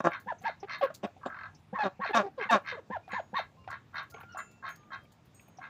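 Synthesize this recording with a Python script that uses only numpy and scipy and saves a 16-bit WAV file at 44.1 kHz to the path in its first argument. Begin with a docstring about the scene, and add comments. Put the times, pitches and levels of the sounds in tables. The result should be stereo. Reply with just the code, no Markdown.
"""Low clucks over steady yard noise and a far engine drone, close to a two-port microphone; loud quacks later.
Litter rustles (noise grains), drakes rasp (breathy pulses through resonances), a duck gives arched peeps
(gliding tones), short high tones decay, and coos, falling peeps and squeaks glide (overtones).
Later a far bird whistles (near sines) and bills tap (noise knocks through short modes)."""
import sys
import numpy as np
from scipy import signal
from scipy.io import wavfile

SR = 44100
rng = np.random.default_rng(int(sys.argv[2]) if len(sys.argv) > 2 else 0)


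def store_wav(level_fs):
    """Save 16-bit WAV to argv[1]."""
    pcm = np.round(np.clip(np.atleast_2d(level_fs), -1, 1) * 32767)
    wavfile.write(sys.argv[1], SR, pcm.T.astype(np.int16))


def volts_from_decibels(level):
    """Turn decibel levels (scalar or array-like) into linear amplitude factors."""
    exponent = np.asarray(level, float) / 20
    return 10 ** exponent


N = 250929


def rms_one(x):
    """Scales to unit rms."""
    return x / np.sqrt(np.mean(x ** 2) + 1e-20)


def at_time(rows, sample):
    """Table columns interpolated linearly in time."""
    s, *columns = np.transpose(rows)
    return [np.interp(sample / SR, s, c) for c in columns]


def at_hz(points, hz):
    """Table value interpolated over log frequency."""
    table_hz, value = np.transpose(points)
    return np.interp(np.log(hz), np.log(table_hz), value)


def drift(rate_hz, size):
    """Two-pole low-passed noise of unit rms."""
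    r = np.exp(-2 * np.pi * rate_hz / SR)
    slow = signal.lfilter([1], [1, -2 * r, r * r], rng.standard_normal(size + 4000))[4000:]
    return rms_one(slow)


def resonance(x, hz, width_hz):
    """Two-pole resonator with zeros at DC and Nyquist."""
    r = np.exp(-np.pi * width_hz / SR)
    b = np.array([1, 0, -1]) * (1 - r * r) / 2
    return signal.lfilter(b, [1, -2 * r * np.cos(2 * np.pi * hz / SR), r * r], x)


def band(x, low_hz, high_hz):
    """Butterworth band-pass."""
    return signal.sosfilt(signal.butter(2, [low_hz, high_hz], "band", fs=SR, output="sos"), x)


def high_pass(hz):
    """Second-order Butterworth high-pass sections."""
    return signal.butter(2, hz, "high", fs=SR, output="sos")


def add(out, x, at, pan_db, lag_ms):
    """Places a sound between the two ports by level (left minus right) and arrival time (left lag)."""
    lag = round(lag_ms * SR / 1000)
    for ear, start, db in ((0, at + max(lag, 0), pan_db / 2), (1, at + max(-lag, 0), -pan_db / 2)):
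        out[ear, start:start + len(x)] += volts_from_decibels(db) * x[:N - start]


def arch(share, top_share, rise, fall, bend):
    """How far a rise and fall lies under its top, at each share 0-1 of a call."""
    top_share = np.clip(top_share, .05, .95)
    early = np.maximum(1 - share / top_share, 0)
    late = np.maximum((share - top_share) / (1 - top_share), 0)
    return rise * early ** bend + fall * late ** bend


def span(s, length_s, onset_s=0.0016):
    """First sample, fades at both ends and the share 0-1 of a call that has passed."""
    t = np.arange(round(length_s * SR)) / SR
    fade = np.clip(np.minimum(t / onset_s, (length_s - t) / 0.0041), 0, 1)
    return round(s * SR), fade, t / length_s


def pulses(per_s, jitter, spread_db, breath, puff_s):
    """One uneven flap per cycle, each followed by a decaying puff of turbulent air."""
    size = len(per_s)
    rate = per_s * (1 + jitter * drift(60, size))
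    cycle = np.floor(rng.random() + np.cumsum(rate) / SR)
    flaps = np.diff(cycle, prepend=cycle[0]) * volts_from_decibels(spread_db * rng.standard_normal(size))
    puffs = signal.lfilter([1], [1, -np.exp(-1 / (puff_s * SR))], flaps)
    return flaps + breath * puffs * rng.standard_normal(size) + 1e-18


def breath_noise(turn, low_hz, high_hz):
    """Air noise gated by the voice's phase, with steep band edges."""
    gated = rng.standard_normal(len(turn)) * (1 + np.sin(turn))
    return rms_one(band(band(gated, low_hz, high_hz), low_hz, high_hz))


# low clucks and squeak-led loud quacks: t/s, length/s, first f/Hz, last f/Hz, level/dB
CLUCKS_QUACKS = [(0.0, 0.014, 201.2, 203.5, -30.5), (0.037, .062, 172.8, 169.4, -25.5),
                 (1.028, 0.04, 215.7, 183.9, -32.5), (1.251, 0.037, 268.3, 267, -37),
                 (1.828, 0.062, 218.5, 163.6, -32.5), (2.14, 0.091, 238.7, 172.3, -25),
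                 (2.504, 0.082, 239.2, 171.2, -23.5)]
# throat resonances shared by both: f/Hz, width/Hz, level/dB
THROAT = [(219, 270, 4), (560, 86, 5), (688, 59, 3), (1099, 107, 5), (1310, 104, -1), (1637, 74, -2.5),
          (2258, 310, -9.5), (3003, 98, -18), (3717, 105, -11.5), (4080, 300, -20.5), (5760, 660, -18),
          (7170, 77, -45), (10200, 510, -43.5), (15130, 1300, -48)]
# left-right place of the calls: t/s, left-right level/dB, left lag/ms
CALL_AT = [(.05, -3.5, -0.14), (.64, 2, 0.025), (.85, -8.5, -0.063), (1.05, -2, -0.39), (1.27, -2, -0.24),
           (1.8, -6, 0.18), (1.86, -0.5, -0.1), (2.2, -6.5, 0), (2.26, 11, -0.39), (2.4, -7.5, -0.18),
           (2.54, -2, 0.021), (3.7, -28.5, -0.64), (4.3, 10, -0.15), (5.6, -3, -0.16)]


def clucks_and_quacks():
    """Quick, fairly even flaps through fixed throat resonances."""
    out = np.zeros((2, N))
    peak_share, rise_db, fall_db, bend = 0.48, 9.5, 20.5, 2.1
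    for s, length_s, first_hz, last_hz, peak_db in CLUCKS_QUACKS:
        at, fade, share = span(s, length_s, onset_s=0.0057)
        hz = first_hz + (last_hz - first_hz) * share ** 1.5   # pitch moves late
        level_db = peak_db - arch(share, peak_share, rise_db, fall_db, bend)
        # tilt per octave: dulls through the call; louder and higher ones are set brighter
        tilt_db = 2 - 3.5 * share
        tilt_db += 0.2769 * (peak_db + 25.5) + 3.7 * np.log2(first_hz / 210)
        rough = np.clip(3600 / len(hz), 1, 2.5)   # short calls are rougher
        source = pulses(hz, jitter=.017 * rough, spread_db=1.8 * rough, breath=.05 * rough, puff_s=.0015)
        # the treble peaks and gives out first
        treble_db = -arch(share, peak_share / 2, 6, 10.3, 1.5)
        voice = 0
        for mode_hz, width_hz, db in THROAT:
            ringing = rms_one(resonance(resonance(source, mode_hz, 2.5 * width_hz), mode_hz, width_hz))
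            gain_db = db + tilt_db * np.log2(min(mode_hz, 2500) / 800)
            if mode_hz > 2500:
                gain_db = gain_db + treble_db + 4.1 * drift(70, len(hz))
            voice = voice + volts_from_decibels(gain_db) * ringing
        # rasp between the overtones
        voice += volts_from_decibels(-24) * rms_one(band(source * rng.standard_normal(len(hz)), 500, 2600))
        add(out, volts_from_decibels(level_db - 6.5) * fade * voice, at, *at_time(CALL_AT, at))
    return out


# yard noise spectrum: f/Hz, relative density level/dB
YARD = [(15, -48), (25, -26.5), (108, 2.5), (180, -1), (384, -12.5), (936, -13), (1040, -8), (1130, -17),
        (2350, -21), (4870, -30.5), (6400, -27), (8000, -49), (10000, -33), (12500, -42), (14800, -34.5),
        (16000, -45)]
# left-right likeness of the yard noise: f/Hz, likeness [-1..1]
LIKENESS = [(30, .6), (60, 0.95), (150, 0.97), (300, 0.99), (800, 0.55), (2000, 0), (16000, 0.22)]
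# far engine drone: t/s, level/dB (before a fixed trim)
HUM = [(0.0, -71), (0.81, -87), (1.11, -65.5), (2.63, -78), (3.04, -65.5), (3.68, -61.5), (5.69, -88)]


def background():
    """Half-octave bands of stereo noise, each with its own level, flicker and likeness, plus a narrow drone."""
    out, edges_hz = 0, 22 * 2 ** np.arange(0, 9.6, .5)
    white = rng.standard_normal((2, 2, N))   # neighbouring bands get unrelated noise
    for k, (low_hz, high_hz) in enumerate(zip(edges_hz, edges_hz[1:])):
        mid, side = band(band(white[k % 2], low_hz, high_hz), 0.92 * low_hz, 1.09 * high_hz)
        hz = np.sqrt(low_hz * high_hz)
        alike = np.clip(at_hz(LIKENESS, hz), -1, 1)
        flicker = np.repeat(drift(300, N // 50 + 1), 50)[:N]   # held 50 samples: 6 Hz
        stereo = np.sqrt(1 + alike) * mid + np.sqrt(1 - alike) * side * [[1], [-1]]
        out = out + volts_from_decibels(at_hz(YARD, hz) + 2.0 * flicker) * stereo
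    drone = rms_one(resonance(resonance(white[0, 0, ::-1], 90.5, 30), 90.5, 30))
    drone_db = at_time(HUM, np.arange(N))[0] - 1.5
    return volts_from_decibels(-60) * rms_one(out) + volts_from_decibels(drone_db) * drone


# clearest hiss bursts: litter rustles, and the hissing top of two loud calls (2.1445 s, 2.5017 s):
# t/s, level/dB, t60/s (clipped when played), lower band level/dB, left-right level/dB
HISSES = [(.0578, -56.5, 0.049, 15, 12.5), (.1055, -54.5, 0.05, -10, -14.5), (.196, -53, .16, 9.5, -5),
          (.4155, -57, 0.13, 18, 2.5), (.7806, -61, 0.38, 1.5, -10), (.8306, -43.5, 0.088, -12.5, -2),
          (.9394, -44.5, .11, 18.5, 4.5), (1.8013, -70, 0.12, 0, -6.5), (2.1041, -57.5, 0.017, -24, 14),
          (2.1445, -49, 0.19, 23.5, -4.5), (2.5017, -47.5, 0.17, 25.5, 1.5), (3.3702, -58, 0.2, -26, 4),
          (3.699, -54.5, 0.09, 21.5, -4.5), (4.0277, -58, 0.06, 8, 9.5), (4.098, -46.5, 0.08, 10.5, -9.5),
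          (4.1982, -55.5, 0.12, -13, -12), (4.374, -58, 0.32, 10.5, 8), (4.5096, -60.5, 0.11, 16, -5),
          (4.6833, -52.5, 0.6, 9.5, -4), (4.7558, -50, .056, 14, 7.5), (5.0332, -55, 0.023, -1, -3),
          (5.1163, -56, 0.12, 18.5, -0.5), (5.4036, -60.5, 0.22, 10, 2.5), (5.4783, -49.5, 0.017, -3, -4)]
# hiss top spectrum: f/Hz, relative level/dB
HISS_TOP = [(4410, -37), (7500, -44.5), (8250, -41), (11300, 24), (12800, -45.5), (14000, -41.5),
            (15000, 7), (16000, -1.5)]


def hiss_bursts():
    """Decaying clumps of noise grains: a thin top and a separate lower scratch."""
    top, lower = np.zeros((2, 2, N))
    # 14 faint ones at random, same columns as HISSES
    faint = rng.uniform([0, -67, .06, -5, -8], [N / SR - .3, -61, .16, 5, 8], (14, 5))
    for s, peak_db, t60_s, lower_db, pan_db in [*HISSES, *faint]:
        t60_s = np.clip(t60_s, .05, .2)
        t = np.arange(round(t60_s * SR)) / SR
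        clumping = volts_from_decibels(3.5 * drift(300, 16000)[:len(t)])
        grains = rng.standard_normal((2, 16000))[:, :len(t)] * clumping
        burst = volts_from_decibels(peak_db - 6 - 60 * t / t60_s) * np.minimum(t / .008, 1) * grains
        add(top, burst[0], round(s * SR), pan_db, lag_ms=.02)
        add(lower, volts_from_decibels(lower_db) * burst[1], round(s * SR), pan_db, lag_ms=.1)
    edges_hz = np.geomspace(7500, 16000, 7)
    shaped = 0
    for low_hz, high_hz in zip(edges_hz, edges_hz[1:]):
        gain_db = at_hz(HISS_TOP, np.sqrt(low_hz * high_hz)) + 5.0
        shaped = shaped + volts_from_decibels(gain_db) * band(top, low_hz, high_hz)
    return shaped + band(lower, 4100, 7000)


# drake rasps: t/s, length/s, level/dB, flaps/Hz, top resonances level/dB
RASPS = [(0.088, 0.1, -35.5, 71.4, -21), (0.421, 0.11, -36, 77, -16), (0.67, 0.14, -35, 79, -12.5),
         (0.815, 0.077, -49, 49.7, -25), (1.207, 0.27, -50, 44.8, -19.5), (1.736, 0.13, -42.5, 58, -11.5),
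         (2.001, .13, -35, 73.6, -18), (2.378, 0.11, -34, 75, -24), (2.636, 0.14, -34.5, 80.3, -16.5),
         (3.084, 0.12, -37, 74.5, -19.5), (3.333, 0.12, -34, 82, -16), (3.678, 0.11, -38.5, 74, -23.5),
         (3.928, 0.13, -34.5, 79.5, -21.5), (4.135, 0.11, -59.5, 48, -24), (4.348, 0.077, -39, 62, -26),
         (4.618, 0.12, -36.5, 76.4, -25.5), (4.894, 0.097, -40.5, 74.2, -21.5), (5.596, 0.11, -46, 77, -24)]
# drake windpipe and throat drum: f/Hz, width/Hz, level/dB
WINDPIPE = [(756, 210, -7.5), (1063, 79, 0), (1339, 158, 2), (1655, 128, 0), (2069, 140, -2.5),
            (2592, 310, -11), (3050, 180, -21.5), (3080, 146, -12), (3706, 137, 10), (4160, 242, 9.5),
            (5540, 390, -9.5), (6150, 130, -7)]
# left-right place of the rasps, from two drakes: t/s, left-right level/dB, left lag/ms
DRAKE_AT = [(0, -1.5, 0.38), (1.2, 2.5, 0.41), (2.0, -3.5, 0.4), (2.64, 0.5, .39), (3.1, -2.5, 0.4),
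            (3.7, -3, 0.15), (4.3, -5.5, 0.29), (4.62, -1.5, -0.21), (5.6, -7, -0.11)]


def drakes():
    """Slow, breathy flaps ring the fixed resonances of the windpipe; more effort reaches higher ones."""
    out = np.zeros((2, N))
    rise_db, fall_db, bend_per_s = -1.5, 30.5, 19.1   # longer rasps hold their top longer
    for s, length_s, peak_db, per_s, top_db in RASPS:
        at, fade, share = span(s, length_s, onset_s=0.024)
        # slower flaps: later peak, fuller lows
        peak_share = 0.48 + .011 * (75 - per_s)
        low_db = -5.5 + 0.3676 * (75 - per_s)
        level_db = peak_db - arch(share, peak_share, rise_db, fall_db, max(1, bend_per_s * length_s))
        breath = .33 * (per_s / 80) ** 2
        source = pulses(per_s + 0 * fade, jitter=.06, spread_db=1.5, breath=breath, puff_s=.005)
        # per octave above 1300 Hz: less effort, weaker high resonances
        slack_db = -108 * (share - peak_share) ** 2 * 0.15 / length_s
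        voice = 0
        for k, (hz, width_hz, db) in enumerate(WINDPIPE):
            ringing = rms_one(resonance(resonance(source, hz, 3.5 * width_hz), hz, width_hz))
            colour_db = low_db if hz < 1450 else top_db if hz > 3400 else 0
            if 1500 < hz < 1900:   # slow flaps let the throat drum ring out
                colour_db += .3 * (80 - per_s)
            gain_db = db + colour_db + slack_db * np.log2(max(hz, 1300) / 1300)
            voice = voice + (-1) ** k * volts_from_decibels(gain_db) * ringing
        add(out, volts_from_decibels(level_db - 5) * fade * voice, at, *at_time(DRAKE_AT, at))
    return out


# arched peeps: t/s, length/s, top f/Hz, level/dB
PEEPS = [(0.27, 0.059, 1031, -38.5), (0.444, 0.058, 936, -35.5), (1.732, 0.068, 1091, -42.5),
         (2, 0.065, 1131, -39), (2.901, .076, 1047, -39.5), (3.134, 0.073, 1047, -36.5),
         (3.338, 0.066, 1131, -35)]
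# low bumps, most of them opening a peep: t/s, level/dB
BUMPS = [(0.262, -31.5), (0.438, -33), (1.729, -24), (1.993, -27.5), (2.455, -34.5), (2.901, -26),
         (3.131, -28), (3.331, -30)]


def peeping_duck():
    """A gliding tone with its octave and a rough sum tone from a second, steady membrane; low bumps."""
    out = np.zeros((2, N))
    top_share, bend, start_pitch, end_hz = 0.391, 1.766, .72, 540   # start_pitch: share of top pitch
    membrane_hz = 762
    for s, length_s, top_hz, peak_db in PEEPS:
        at, fade, share = span(s, length_s)
        size = len(share)
        hz = top_hz - arch(share, top_share, (1 - start_pitch) * top_hz, top_hz - end_hz, bend)
        level_db = peak_db - arch(share, top_share, 13.5, 0.5, bend)
        turn = 2 * np.pi * np.cumsum(hz * (1 + 0.0033 * drift(120, size))) / SR
        summed = turn + 2 * np.pi * membrane_hz * np.arange(size) / SR + .5 * drift(100, size)
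        lift_db = -6.0 * ((hz + membrane_hz - 1830) / 300) ** 2   # the throat favours the top of the arch
        voice = np.sin(turn) + volts_from_decibels(-17.5) * np.sin(2 * turn)
        voice += volts_from_decibels(lift_db - 4.5) * np.sin(summed) + volts_from_decibels(2 * lift_db - 25.5) * np.sin(2 * summed)
        voice += volts_from_decibels(-22) * breath_noise(turn, 1200, 4200)
        gain = volts_from_decibels(level_db + 6.0 + 2.13 * drift(75, size))
        add(out, gain * fade * voice, at, pan_db=-5.0, lag_ms=-.12)
    for s, peak_db in BUMPS:
        t = np.arange(1500) / SR
        swing = np.sin(2 * np.pi * 200 * t)
        swing += volts_from_decibels(-2) * np.sin(2 * np.pi * 510 * t + 3 * rng.random())
        swing += volts_from_decibels(-4.0) * np.sin(2 * np.pi * 790 * t)
        envelope = np.minimum(t / .004, 1) * np.exp(-(t / .02) ** 2) * volts_from_decibels(2.5 * drift(120, len(t)))
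        add(out, volts_from_decibels(peak_db - 12) * envelope * swing, round((s - .002) * SR), pan_db=-3.5, lag_ms=-.12)
    return out


# short high tones, some thin and faint, of unknown source: t/s, f/Hz, level/dB, t60/s
HIGH_TONES = [(.383, 6230, -56, .1), (.599, 5610, -52, .085), (1.035, 7670, -62, .1),
              (1.26, 7230, -51, .07), (1.546, 5450, -53, .085), (1.545, 6000, -63, .08),
              (3.115, 6724, -61, .6), (3.115, 6970, -67, .3), (3.113, 8570, -52, .04),
              (4.138, 6480, -59, .21), (4.32, 5620, -54, .11), (4.374, 7100, -49, .4),
              (4.372, 8780, -50, .25), (4.373, 6760, -62, .6), (4.372, 13200, -60, .1),
              (4.372, 15100, -60, .1), (4.7, 6530, -57, .38), (5.345, 6540, -66, 1),
              (5.346, 6950, -66, .45), (5.345, 8333, -56, .4), (5.345, 12800, -64, .15),
              (5.343, 14390, -62, .1), (5.405, 12800, -63, .12), (5.405, 14400, -62, .1),
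              (5.57, 5700, -53, .075)]


def high_tones():
    """Each is one wavering tone that dies away; the short lower ones are blurred and start softly."""
    out = np.zeros((2, N))
    for s, hz, peak_db, t60_s in HIGH_TONES:
        t = np.arange(round(t60_s * SR)) / SR
        blurred = t60_s < .12 and hz < 9000
        waver_rad = 2.5 * drift(120, len(t)) if blurred else .67 * drift(40, len(t))
        onset_s = .006 if blurred else .002
        tone = np.sin(2 * np.pi * hz * t + waver_rad) * np.minimum(t / onset_s, 1)
        add(out, volts_from_decibels(peak_db - 60 * t / t60_s) * tone, round(s * SR), pan_db=-4.5, lag_ms=.03)
    return out


def clear_voice(hz, level_db, step_db):
    """Six overtones with some breath; a throat resonance lifts whichever overtone lies near 740 Hz."""
    turn = 2 * np.pi * np.cumsum(hz * (1 + .007 * drift(100, len(hz)))) / SR
    gains = []
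    for k in range(6):
        lift_db = 17.5 * np.exp(-(((k + 1) * hz - 740) / 63) ** 2)
        gains.append(volts_from_decibels(step_db * k - 1.5 * k * k + lift_db))
    voice = sum(gains[k] * np.sin((k + 1) * turn + k) for k in range(6)) / np.max(gains, axis=0)
    breath = breath_noise(turn, 470, 3600)
    return volts_from_decibels(level_db + 2.5 + 2.74 * drift(84, len(hz))) * (voice + volts_from_decibels(-18) * breath)


# clear gliding calls (coos, falling peeps and one far call): t/s, length/s, first f/Hz, last f/Hz, level/dB
GLIDES = [(.628, .03, 390, 426, -41.5), (0.82, 0.047, 589, 518, -28), (0.902, 0.013, 610, 600, -39),
          (2.093, 0.034, 476, 360, -40), (2.223, 0.066, 433, 387, -38), (2.376, 0.059, 572, 356, -37.5),
          (2.721, 0.043, 560, 407, -43), (2.768, 0.036, 735, 400, -44.5), (4.288, 0.081, 1445, 1336, -53.5)]
# squeaks that lead into the loud quacks: t/s, length/s, nominal f/Hz, level/dB
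SQUEAKS = [(1.787, 0.053, 853, -29), (2.131, 0.022, 863, -28), (2.49, 0.024, 903, -28)]
# short pips that open some rasps: t/s, level/dB
PIPS = [(.414, -50.5), (.811, -30), (1.165, -49.5), (3.078, -48), (3.675, -47.5), (4.347, -40),
        (5.585, -42.5)]


def clear_calls():
    """Gliding calls slide in pitch, squeaks swell and slip down, pips are short and fade from the start."""
    out = np.zeros((2, N))
    for s, length_s, first_hz, last_hz, peak_db in GLIDES:
        at, fade, share = span(s, length_s)
        level_db = peak_db - arch(share, .3, 6, 10, 3.9)
        hz = first_hz + (last_hz - first_hz) * share ** .8
        hz = hz * (1 + 0.021 * drift(14, len(fade)))
        add(out, fade * clear_voice(hz, level_db, step_db=-6.5), at, *at_time(CALL_AT, at))
    for s, length_s, hz, peak_db in SQUEAKS:
        at, fade, share = span(s, length_s)
        level_db = peak_db - arch(share, 0.93, 10, 16, 4.0)
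        squeak = clear_voice(hz * (1.03 - .07 * share), level_db, step_db=-1.5)
        add(out, fade * squeak, at, *at_time(CALL_AT, at))
    for s, peak_db in PIPS:
        at, fade, share = span(s, 0.02)
        hz = 758 + (745 - 758) * share
        add(out, fade * clear_voice(hz, peak_db - 11.0 * share, step_db=-7.5), at, *at_time(CALL_AT, at))
    return out


# thin far whistles: t/s, length/s, f/Hz, level/dB
WHISTLES = [(3.034, 0.1, 2450, -61), (3.569, 0.18, 1047, -59.5), (3.59, 0.13, 2800, -69),
            (4.121, 0.29, 1392, -45.5), (4.358, .26, 2680, -59), (4.441, 0.16, 1400, -57.5),
            (4.77, 0.35, 1203, -59), (4.91, 0.15, 3190, -63)]


def whistles():
    """Near sines from a bird further off."""
    out = np.zeros((2, N))
    for s, length_s, hz, peak_db in WHISTLES:
        at, fade, share = span(s, length_s)
        level_db = peak_db - arch(share, 0.1, 4, 12, 0.78)
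        tone = np.sin(2 * np.pi * np.cumsum(hz * (1 + 0.0024 * drift(60, len(fade)))) / SR)
        gain = volts_from_decibels(level_db + 3 + 1.5 * drift(40, len(fade)))
        add(out, gain * fade * tone, at, pan_db=1.0, lag_ms=-.27)
    return out


# bills tapping and small ticks: t/s, level/dB, main mode f/Hz
PECKS = [(3.641, -52, 1050), (4.141, -35, 726), (4.162, -44.5, 1410), (4.18, -42.5, 720), (4.202, -44, 895),
         (4.231, -42.5, 790), (4.254, -62, 1430), (4.831, -53, 1240), (5.052, -58, 2320),
         (5.394, -47.5, 2520), (5.481, -52, 636)]


def pecks():
    """A dull contact rings a few short modes."""
    out, t = np.zeros((2, N)), np.arange(900) / SR
    for s, peak_db, hz in PECKS:
        knock = rng.standard_normal(len(t)) * t * np.exp(-t / .003)
        tap = resonance(knock, hz, 110)
        tap += volts_from_decibels(-9) * resonance(knock, 2330, 440) + volts_from_decibels(-6) * resonance(knock, 476, 120)
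        tap = band(tap, 300, 3200)
        add(out, volts_from_decibels(peak_db) * tap / np.abs(tap).max(), round(s * SR), pan_db=-6.5, lag_ms=0.12)
    return out


def yard(x):
    """Ground, fence and walls scatter a short dull tail, another one at each port."""
    t60_s = .16
    t = np.arange(round(t60_s * SR)) / SR
    echoes = rng.standard_normal((2, 30000))[:, :len(t)] * volts_from_decibels(-60 * t / t60_s) * (t > .002)
    echoes = band(echoes, 410, 4500)
    echoes /= np.sqrt(np.sum(echoes ** 2, axis=1, keepdims=True))
    return signal.fftconvolve(x, echoes, axes=1)[:, :N]


def scene():
    """Flock with yard tail, then the layers that get none."""
    near = clucks_and_quacks() + peeping_duck() + clear_calls() + pecks()
    far = drakes()
    flock = far + near + yard(volts_from_decibels(-9) * far + volts_from_decibels(-18) * near)
    flock = signal.sosfilt(high_pass(110), flock)   # small bodies send out no deep bass
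    mid, side = flock.mean(axis=0), (flock[0] - flock[1]) / 2
    side = signal.sosfiltfilt(high_pass(330), side)   # long waves reach both ports alike
    return mid + side * [[1], [-1]] + background() + hiss_bursts() + high_tones() + whistles()


def low_pass(x):
    """Removes everything above the highest recorded frequency."""
    return signal.sosfilt(signal.butter(12, 16290, fs=SR, output="sos"), x)


def record(dry):
    """The upper treble is thinned and the top is cut steeply."""
    dip_hz, dip_share, top_hz = (7700, 13800), .5, 16150
    dip_band = signal.butter(4, dip_hz, "band", fs=SR, output="sos")
    dipped = dry - dip_share * signal.sosfiltfilt(dip_band, dry)
    mix = signal.sosfilt(signal.cheby2(12, 60, top_hz, fs=SR, output="sos"), dipped)
    return low_pass(mix)


dry = scene()
out = record(dry)
store_wav(out)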